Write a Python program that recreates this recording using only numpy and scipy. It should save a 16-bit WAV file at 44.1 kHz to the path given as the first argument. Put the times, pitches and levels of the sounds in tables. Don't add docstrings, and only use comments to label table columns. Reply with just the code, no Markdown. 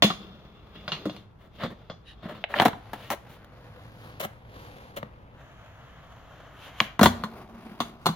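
import sys
import numpy as np
from scipy import signal
from scipy.fft import rfft, irfft, next_fast_len
from scipy.io import wavfile
from scipy.ndimage import map_coordinates

SR = 44100
rng = np.random.default_rng(int(sys.argv[2]) if len(sys.argv) > 2 else 0)


def output_pcm(signal):
    pcm = np.clip(np.atleast_2d(signal).T, -1, 1) * 32767
    wavfile.write(sys.argv[1], SR, np.round(pcm).astype(np.int16))


N = 359415
RING_SIZE = SR // 2
TIME, RING_TIME = np.arange(N) / SR, np.arange(RING_SIZE) / SR

# t/s, strength/dB, hardness/dB, grit/dB, rattle t60/s, thump f/Hz, knock f/Hz, clack f/Hz
BLOWS = [(0.0227, -16, 8.5, -16, 0.17, 303, 600, 3430), (0.042, -27, -10.5, -9, 0.035, 210.5, 504, 3480),
         (0.102, -29.5, 1, -29, 0.056, 174, 1170, 1610), (0.879, -34, 5.5, -27, 0.12, 177, 580, 1850),
         (0.919, -32.5, 10, -26, 0.2, 173, 1120, 2830), (0.925, -53, -14, -25, 0.05, 159, 500, 3450),
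         (1.055, -32, -5, -24, 0.094, 300, 525, 3460), (1.096, -39.5, 2.5, -30, 0.018, 128, 592, 1710),
         (1.164, -50.5, 7, -13, 0.026, 200, 600, 4330), (1.635, -30.5, -2.5, -27, 0.11, 176, 547, 3500),
         (1.899, -39, 1.5, -42, 0.097, 164, 550, 3360), (2.255, -47.5, -13, -29, 0.044, 178, 550, 3450),
         (2.587, -31.5, 8.5, -40, 0.033, 169, 670, 2490), (2.599, -17, 3.5, -28, 0.03, 170, 750, 2030),
         (2.611, -27.5, -1, -19, 0.041, 200, 754, 1700), (2.6193, -20.5, -2, -21, 0.1, 234, 726, 1720),
         (2.652, -23, -1.5, -15.5, 0.097, 298, 490, 3200), (2.657, -15.5, -3, -22.5, 0.065, 238, 720, 1800),
         (2.682, -26.5, -5.5, -20, 0.033, 230, 594, 1750), (2.731, -38.5, -4.5, -40, 0.023, 200, 970, 1720),
         (2.933, -35, -1.5, -18, 0.079, 293, 815, 1770), (3.103, -29.5, 2, -10, 0.11, 290, 770, 2100),
         (3.445, -59.5, 4.5, -8.5, 0.02, 250, 800, 3620), (4.249, -38.5, 0, -14, 0.024, 213, 656, 1900),
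         (5.029, -35, -4.5, -33.5, 0.021, 130, 554, 3140), (6.811, -31, -7, -18, 0.075, 211, 710, 1900),
         (6.993, -21, -3, -21, 0.048, 208, 830, 1680), (7.0117, -16, -6, -19, 0.09, 235, 480, 1770),
         (7.031, -15.5, 1.5, -7.5, 0.16, 240, 702, 1670), (7.058, -14.5, 1, -18.5, 0.055, 256, 980, 1920),
         (7.2373, -31, -0.5, -19.5, 0.073, 219, 1080, 4150), (7.803, -26.5, 2, -17, 0.1, 230, 1070, 3550),
         (8.058, -26, 2, -10.5, 0.14, 206, 794, 4100), (8.065, -21.5, 1.5, -13.5, 0.049, 201, 1125, 4150),
         (8.088, -30, -5, -30, 0.048, 167, 1050, 3700)]
# t/s, level/dB, knock f/Hz, clack f/Hz, top f/Hz, crack compared with wood/dB
TAIL_POPS = [(2.44, -24, 626, 2070, 3700, -38), (2.5404, -22, 1070, 1600, 2400, -34),
             (6.803, -13, 1080, 2160, 4350, -21)]
# t/s, strength/dB, hardness/dB, grit/dB, length/s
SCRAPES = [(1.384, -62, 2.5, -20, 0.091), (1.584, -40.5, 3, -28.5, 0.083), (1.698, -48.5, -3, -26, 0.026),
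           (2.221, -47.5, 1, -30, 0.051), (2.277, -44, 0, -25.5, 0.049), (2.332, -52, 4, -25, 0.051),
           (2.487, -44.5, 1.5, -23, 0.074), (2.546, -33, 3, -26, 0.052), (2.959, -54.5, 7, -14.5, 0.16),
           (3.106, -34, 2, -12.5, 0.028), (3.279, -60.5, 5.5, -9.5, 0.081), (4.197, -35, 3, -8, 0.017),
           (4.222, -36.5, 3, -11.5, 0.031), (4.962, -37, 3, -13.5, 0.018)]
# f/Hz, width/Hz, level/dB
DECK_RESONANCES = [(213.7, 17, 15.5), (294, 250, 5), (1050, 380, -3), (1328, 47, 0.5), (1835, 210, -5.5),
                   (2150, 640, 7), (2810, 370, 7.5)]
# low f/Hz, high f/Hz
PITCH_RANGES = [(85, 380), (420, 1480), (1500, 4200), (5400, 16000)]
# f/Hz, level/dB, t60/s
RAIL_TONES = [(186, -12, 0.24), (237, -17.5, 0.32), (361.6, -13, 0.11), (545, -14, 0.091),
              (701, -5.5, 0.052), (748, -12, 0.13), (1071, -10.5, 0.088), (1123, -12.5, 0.15),
              (1232, -14, 0.11), (1426, -9.5, 0.05), (2810, -0.5, 0.096), (3260, -5.5, 0.13),
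              (3440, -4.5, 0.19), (3542, -5, 0.17), (3720, -9, 0.18), (4165, -1.5, 0.12), (4440, -8, 0.079),
              (4920, -2.5, 0.079), (5360, -4.5, 0.1), (5900, -14.5, 0.12), (7400, -9, 0.2),
              (9200, -14, 0.25)]
# f/Hz, level/dB, t60/s
BOOM_TONES = [(63.2, -21, 0.39), (93.9, -14.5, 0.37), (122, -27, 0.19), (170.6, -28, 0.51),
              (230, -46, 0.87)]
# f/Hz, width/Hz, level/dB
SQUEAK_RESONANCES = [(1830, 230, -1), (2900, 540, -0.5), (3780, 130, 2), (9800, 120, -21)]
# t/s, level/dB
BALANCING_LEVELS = [(0.2, -49), (0.64, -54), (1.02, -47), (1.21, -55.5), (1.35, -66), (1.81, -53),
                    (2.01, -60.5), (2.28, -54), (2.42, -49.5)]
# f/Hz, level/dB
BALANCING_COLOUR = [(88, -31), (150, -8), (205, -1.5), (245, -26), (290, -14), (534, -14), (854, -19.5),
                    (1250, -24), (1760, -29), (2500, -30), (3490, -26.5), (5050, -39.5), (16000, -58.5)]
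# f/Hz, level/dB
AWAY_COLOUR = [(60, -16), (105, 8.5), (150, -5.5), (197, -4.5), (422, -12.5), (500, -3.5), (578, -9.5),
               (750, -9), (1300, -13.5), (2270, -15), (3300, -11.5), (4500, -16), (6640, -25), (8230, -44),
               (10000, -39.5), (16000, -53)]
# f/Hz, level/dB
APPROACH_COLOUR = [(88, -8.5), (150, 1), (205, -24), (270, -5), (360, -13.5), (660, -1), (854, -8),
                   (1130, -5.5), (1790, -8), (2400, -13.5), (3100, -9), (5050, -27.5), (6510, -21.5),
                   (8230, -24.5), (16000, -46)]
# f/Hz, level/dB
SLIDE_COLOUR = [(88, -30), (150, -3.5), (226, 6.5), (280, -4.5), (376, -1.5), (504, -8.5), (740, -4),
                (1150, -8), (1830, -25.5), (4240, -39), (8230, -45.5), (16000, -63)]
# peak t/s, half-length/s, swell/dB
SCRUBS = [(0.787, 0.096, 4.5), (1.172, 0.076, 9), (1.576, 0.061, 17), (2.824, 0.16, 9.5), (3.033, 0.19, 18),
          (3.34, 0.089, 10.5), (3.837, 0.44, 15.5), (4.08, 0.098, 8.5), (4.576, 0.11, 10.5),
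          (4.774, 0.22, 16), (6.656, 0.07, 12), (6.828, 0.063, 20), (7.39, 0.05, 5.5), (7.687, 0.12, 10),
          (7.869, 0.089, 16), (8.093, 0.091, 23)]
# f/Hz, level/dB
PARK_COLOUR = [(20, -10.5), (35, -8.5), (55, 4), (80, -2.5), (110, 1.5), (160, -5.5), (300, -16),
               (1000, -21.5), (16000, -67)]
# t/s, delay/ms
RIGHT_DELAY = [(0, -0.14), (1.9, 0.0036), (3.1, -0.016), (4.2, 0.24), (5.3, 0.32), (5.45, -0.12),
               (8.1, 0.14)]
# f/Hz, level/dB
LEFT_OVER_RIGHT = [(100, 0), (250, .6), (1200, 2), (2200, .8), (4200, -1.5), (6000, 1), (8000, 7),
                   (11000, 12)]
# f/Hz, level/dB
MICROPHONE_COLOUR = [(6800, -1.5), (8300, -7), (9600, 0), (14000, 5.5)]

TOP_HZ = 16000
HOP_OFF_S, HOP_ON_S = 2.42, 7.0
# width/Hz, level/dB
THUMP_ON_STEEL, THUMP_ON_CONCRETE = (17.6, 23.2), (113, 13.6)
KNOCK, CLACK = (155, 14.7), (830, 3.3)
SCRUB_SHARES = (0.44, 0.96, 1.095)


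def blows(snap_db=-8, rattle_db=0.5, weight=0.94, push_s=0.0024, ring_db=4, clang_db=-17, span_s=0.013):
    out = np.zeros((2, N))
    push = np.sin(np.pi * np.minimum(RING_TIME / push_s, 1)) ** 2
    for s, strength_db, hardness_db, grit_db, t60, thump_hz, knock_hz, clack_hz in BLOWS:
        rattle = stereo_noise(RING_SIZE, apart_hz=3000) * fade(t60)
        rattle *= gain(rattle_db * wander(RING_SIZE, 700))
        force = unit_energy(rattle) + weight * push / push.sum()
        force[:, 0] += gain(snap_db)
        ring_share = 0.56 if s > HOP_ON_S else 1
        steel = rail(clack_hz, ring_share) if on_rail(s) else 0
        thump = THUMP_ON_STEEL if on_rail(s) else THUMP_ON_CONCRETE
        spot = [(thump_hz, *thump), (knock_hz, *KNOCK), (clack_hz, *CLACK)]
        levels_db = contact_levels(s, strength_db, hardness_db, grit_db)
        add(out, s, deck(force, gain(ring_db) * steel, spot, levels_db, span_s))
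        if on_rail(s):
            clang = band(steel, 4230, 6450, order=5)
            clang /= rms(clang[:, :int(span_s * SR)])
            add(out, s, gain(strength_db + hardness_db + clang_db) * clang)
    return out


def deck(force, steel, spot, levels_db, span_s, direct_db=-10):
    body = steel + gain(direct_db) * force
    body += sum(gain(db) * resonance(force, hz, width) for hz, width, db in [*DECK_RESONANCES, *spot])
    out = 0
    for (lo, hi), db in zip(PITCH_RANGES, levels_db):
        part = band(body, lo, hi, order=4 if hi > 2000 else 3)
        out += gain(db) * part / rms(part.mean(axis=0)[:int(span_s * SR)])
    return out


def contact_levels(s, strength_db, hardness_db, grit_db, hollow_db=5.5):
    thump_db = -5 - hardness_db + on_rail(s) * hollow_db
    knock_db = 4.5 - 0.64 * abs(hardness_db)
    clack_db = -5.5 + hardness_db
    return strength_db + np.array([thump_db, knock_db, clack_db, grit_db])


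def rail(favoured_hz, ring_share=1, detune=0.00254, favour_db=7, favour_octaves=0.13, apart_hz=2000):
    ring = 0
    clock = np.cumsum(1 + 0.0042 * wander(RING_SIZE, 160)) / SR
    for hz, db, t60 in RAIL_TONES:
        phase, offset = rng.uniform(-np.pi, np.pi, 2)
        phases = phase + np.array([[0], [offset * min(hz / apart_hz, 1) / 2]])
        loaded_hz = hz * (1 + detune * rng.standard_normal())
        boost_db = favour_db * np.exp(-(np.log2(hz / favoured_hz) / favour_octaves) ** 2)
        strength = gain(db + boost_db + 2.0 * rng.standard_normal())
        ring += strength * fade(ring_share * t60) * np.sin(2 * np.pi * loaded_hz * clock + phases)
    spectrum = rfft(stereo_noise(RING_SIZE, apart_hz))
    chosen = rng.random(RING_SIZE // 2 + 1) < SR / RING_SIZE / 90
    overtones = irfft(spectrum * chosen, RING_SIZE)
    shimmer = band(overtones, 2200, 7000, order=2) * fade(ring_share * 0.28)
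    return unit_energy(unit_energy(ring) + gain(-7) * unit_energy(shimmer))


def tail_pops(t60=0.026, snap_db=-3, knock_db=3, direct_db=-9, span_s=0.0098):
    out, span = np.zeros((2, N)), int(span_s * SR)
    for s, level_db, knock_hz, clack_hz, top_hz, crack_db in TAIL_POPS:
        force = unit_energy(stereo_noise(RING_SIZE, apart_hz=3000) * fade(t60))
        force[:, 0] += gain(snap_db)
        knock = gain(knock_db) * resonance(force, knock_hz, width_hz=170)
        clack = resonance(force, clack_hz, width_hz=1000)
        wood = band(knock + clack + gain(direct_db) * force, 420, top_hz, order=7)
        wood /= rms(wood[:, :span])
        crack = band(force * fade(t60), 4100, 6450, order=2)
        crack /= rms(crack[:, :span])
        add(out, s, gain(level_db) * (wood + gain(crack_db) * crack))
    return out


def rail_boom(start_s=7.013, attack_s=0.06):
    out = np.zeros((2, N))
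    sway = sum(gain(db) * fade(t60) * np.sin(2 * np.pi * hz * RING_TIME) for hz, db, t60 in BOOM_TONES)
    add(out, start_s, np.array([sway, sway]) * np.minimum(RING_TIME / attack_s, 1))
    return out


def scrapes(slip_db=2.0, slip_rate=600, rise_share=0.33, release_s=0.057, ring_db=-10, ring_hz=3450):
    out = np.zeros((2, N))
    hollow_knock = (590, 85, 10)  # f/Hz, width/Hz, level/dB
    for s, strength_db, hardness_db, grit_db, length in SCRAPES:
        stages_s = [0, rise_share * length, length, length + release_s, .5]
        pressure_db = np.interp(RING_TIME, stages_s, [-14, 0, -3, -60, -200])
        force = stereo_noise(RING_SIZE) * gain(pressure_db + slip_db * wander(RING_SIZE, slip_rate))
        steel = gain(ring_db) * excite(force, rail(ring_hz)) if on_rail(s) else 0
        levels_db = contact_levels(s, strength_db, hardness_db, grit_db)
        add(out, s, deck(force, steel, [hollow_knock], levels_db, span_s=length))
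    return out


def riding(levels, spectrum, rasp_db, hiss_db, grain_db, grit_db, ring_db=None, ring_hz=None):
    s, rumble_db = np.transpose(levels)
    edge_s = 0.061
    start = max(int((s[0] - edge_s) * SR), 0)
    t = TIME[start:int((s[-1] + edge_s) * SR)]
    force = roughness(len(t)) * grit(len(t), grit_db)
    force *= gain(grain_db * wander(len(t), 260) + 0.7 * wander(len(t), 28.35))
    if ring_db is not None:
        force += gain(ring_db) * grind(force, ring_hz)
    sound, out = colour(force, spectrum), np.zeros((2, N))
    pressure_db = np.interp(t, s, rumble_db)
    touching = np.clip(np.minimum(t - s[0], s[-1] - t) / edge_s + 1, 0, 1)
    scrub_db = sum(db * np.exp(-((t - peak_s) / half_s) ** 2) for peak_s, half_s, db in SCRUBS)
    swell_db = 0.61 * (pressure_db - pressure_db.mean()) + scrub_db
    ranges_hz = [(90, 1770), (2000, 9800), (7500, TOP_HZ)]
    for (lo, hi), db, share in zip(ranges_hz, [0, rasp_db, hiss_db], SCRUB_SHARES):
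        part = band(sound, lo, hi)
        loudness = touching * gain(pressure_db + db + share * swell_db)
        add(out, t[0], loudness * part / rms(part.mean(axis=0)))
    return out


def coast(span_s, start_db, db_per_s):
    return [(s, start_db + db_per_s * (s - span_s[0])) for s in span_s]


def roughness(size, drift_db=1.25, drift_rate=14):
    edges = np.geomspace(60, TOP_HZ, 17)
    return sum(band(stereo_noise(size), lo, hi, order=2) * gain(drift_db * wander(size, drift_rate))
               for lo, hi in zip(edges, edges[1:]))


def grit(size, surge_db, per_s=14, t60=0.037):
    chance, strength = rng.random((2, size))
    cracks = (chance < per_s / SR) * strength ** 2 * gain(surge_db)
    return 1 + signal.fftconvolve(cracks, fade(t60))[:size]


def grind(force, ring_hz, shift_db=5, shift_rate=11, spots=2):
    out = 0
    for _ in range(spots):
        contact = gain(shift_db * wander(force.shape[1], shift_rate))
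        out += contact * excite(force, rail(ring_hz, ring_share=0.43, detune=0.0077))
    return out / spots


def shoe_squeak(start_s=2.035, length_s=0.13, level_db=-48.5, slip_db=1.5, slip_rate=500):
    out, size = np.zeros((2, N)), int(length_s * SR)
    force = stereo_noise(size) * gain(slip_db * wander(size, slip_rate))
    sound = sum(gain(db) * resonance(resonance(force, hz, width), hz, 4 * width)
                for hz, width, db in SQUEAK_RESONANCES)
    add(out, start_s, gain(level_db) * np.hanning(size) * sound / rms(sound))
    return out


def park_echo(x, level_db=-18.5, t60=0.37, delay_s=0.0046):
    scatter = band(stereo_noise(RING_SIZE, apart_hz=495), 100, 7000, order=1)
    echo = scatter * fade(t60) * (RING_TIME > delay_s)
    return gain(level_db) * excite(x, unit_energy(echo))


def park_rumble(level_db=-50.5, swell_db=0.37):
    rumble = colour(stereo_noise(N, apart_hz=450), PARK_COLOUR)
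    return rumble / rms(rumble) * gain(level_db + swell_db * wander(N, 4.9))


def on_rail(s):
    return s < HOP_OFF_S or s > HOP_ON_S


def gain(db):
    return 10 ** (np.asarray(db) / 20)


def rms(x):
    return np.sqrt(np.mean(x ** 2) + 1e-18)


def unit_energy(x):
    return x / (rms(x) * np.sqrt(x.shape[-1]))


def band(x, lo_hz, hi_hz, order=3):
    sos = signal.butter(order, [lo_hz, min(hi_hz, SR / 2 - 1)], "band", fs=SR, output="sos")
    return signal.sosfilt(sos, x)


def resonance(x, hz, width_hz):
    return signal.lfilter(*signal.iirpeak(hz, hz / width_hz, fs=SR), x)


def excite(x, ring):
    return signal.fftconvolve(x, ring, axes=1)[:, :x.shape[1]]


def colour(x, points):
    hz, db = np.transpose(points)
    size = next_fast_len(x.shape[-1] + SR // 10)
    bins_hz = np.maximum(np.fft.rfftfreq(size, 1 / SR), 1)
    curve_db = np.interp(np.log(bins_hz), np.log(hz), db)
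    return irfft(rfft(x, size) * gain(curve_db), size)[..., :x.shape[-1]]


def wander(size, rate):
    steps = np.arange(size) * rate / SR
    return np.interp(steps, np.arange(size // 10), rng.standard_normal(size // 10))


def stereo_noise(size, apart_hz=4200):
    mid, side = rng.standard_normal((2, size))
    side = signal.sosfilt(signal.butter(1, apart_hz, "high", fs=SR, output="sos"), side)
    return np.array([mid + side, mid - side])


def fade(t60):
    return np.exp(-np.log(1000) * RING_TIME / max(t60, 1e-3)) + 1e-12


def add(out, s, sound):
    start = max(int(s * SR), 0)
    out[:, start:start + sound.shape[1]] += sound[:, :N - start]


def scene():
    hits = blows() + tail_pops() + scrapes()
    skate = hits + rail_boom() + shoe_squeak()
    skate += riding(BALANCING_LEVELS, BALANCING_COLOUR,
                    rasp_db=-10, hiss_db=-29.5, grain_db=1.5, grit_db=4, ring_db=-6, ring_hz=3400)
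    skate += riding(coast(span_s=(2.7, 5.35), start_db=-56.5, db_per_s=1.58), AWAY_COLOUR,
                    rasp_db=-20, hiss_db=-31.5, grain_db=1.74, grit_db=-3.5)
    skate += riding(coast(span_s=(5.4, 6.95), start_db=-52.5, db_per_s=0.5), APPROACH_COLOUR,
                    rasp_db=-8.5, hiss_db=-21, grain_db=0.5, grit_db=1.5)
    skate += riding(coast(span_s=(7.15, 8.15), start_db=-42.5, db_per_s=-12.5), SLIDE_COLOUR,
                    rasp_db=-15, hiss_db=-28, grain_db=2.5, grit_db=-2, ring_db=-12.5, ring_hz=4140)
    delay_samples = np.interp(TIME, *np.transpose(RIGHT_DELAY)) * SR / 1000
    right = map_coordinates(skate[1], [np.arange(N) - delay_samples], order=3)
    return np.array([skate[0], right]) + park_echo(hits) + park_rumble()


def record(dry, ceiling=1.0):
    hz, db = np.transpose(LEFT_OVER_RIGHT)
    left_db = 20 * np.log10(2 / (1 + gain(-db)))
    left = colour(dry[0], np.c_[hz, left_db])
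    right = colour(dry[1], np.c_[hz, left_db - db])
    stereo = colour(np.array([left, right]), MICROPHONE_COLOUR)
    rounded = stereo / (1 + (stereo / ceiling) ** 6) ** (1 / 6)
    return signal.sosfilt(signal.ellip(8, .2, 70, TOP_HZ, fs=SR, output="sos"), rounded)


dry = scene()
out = record(dry)
output_pcm(out)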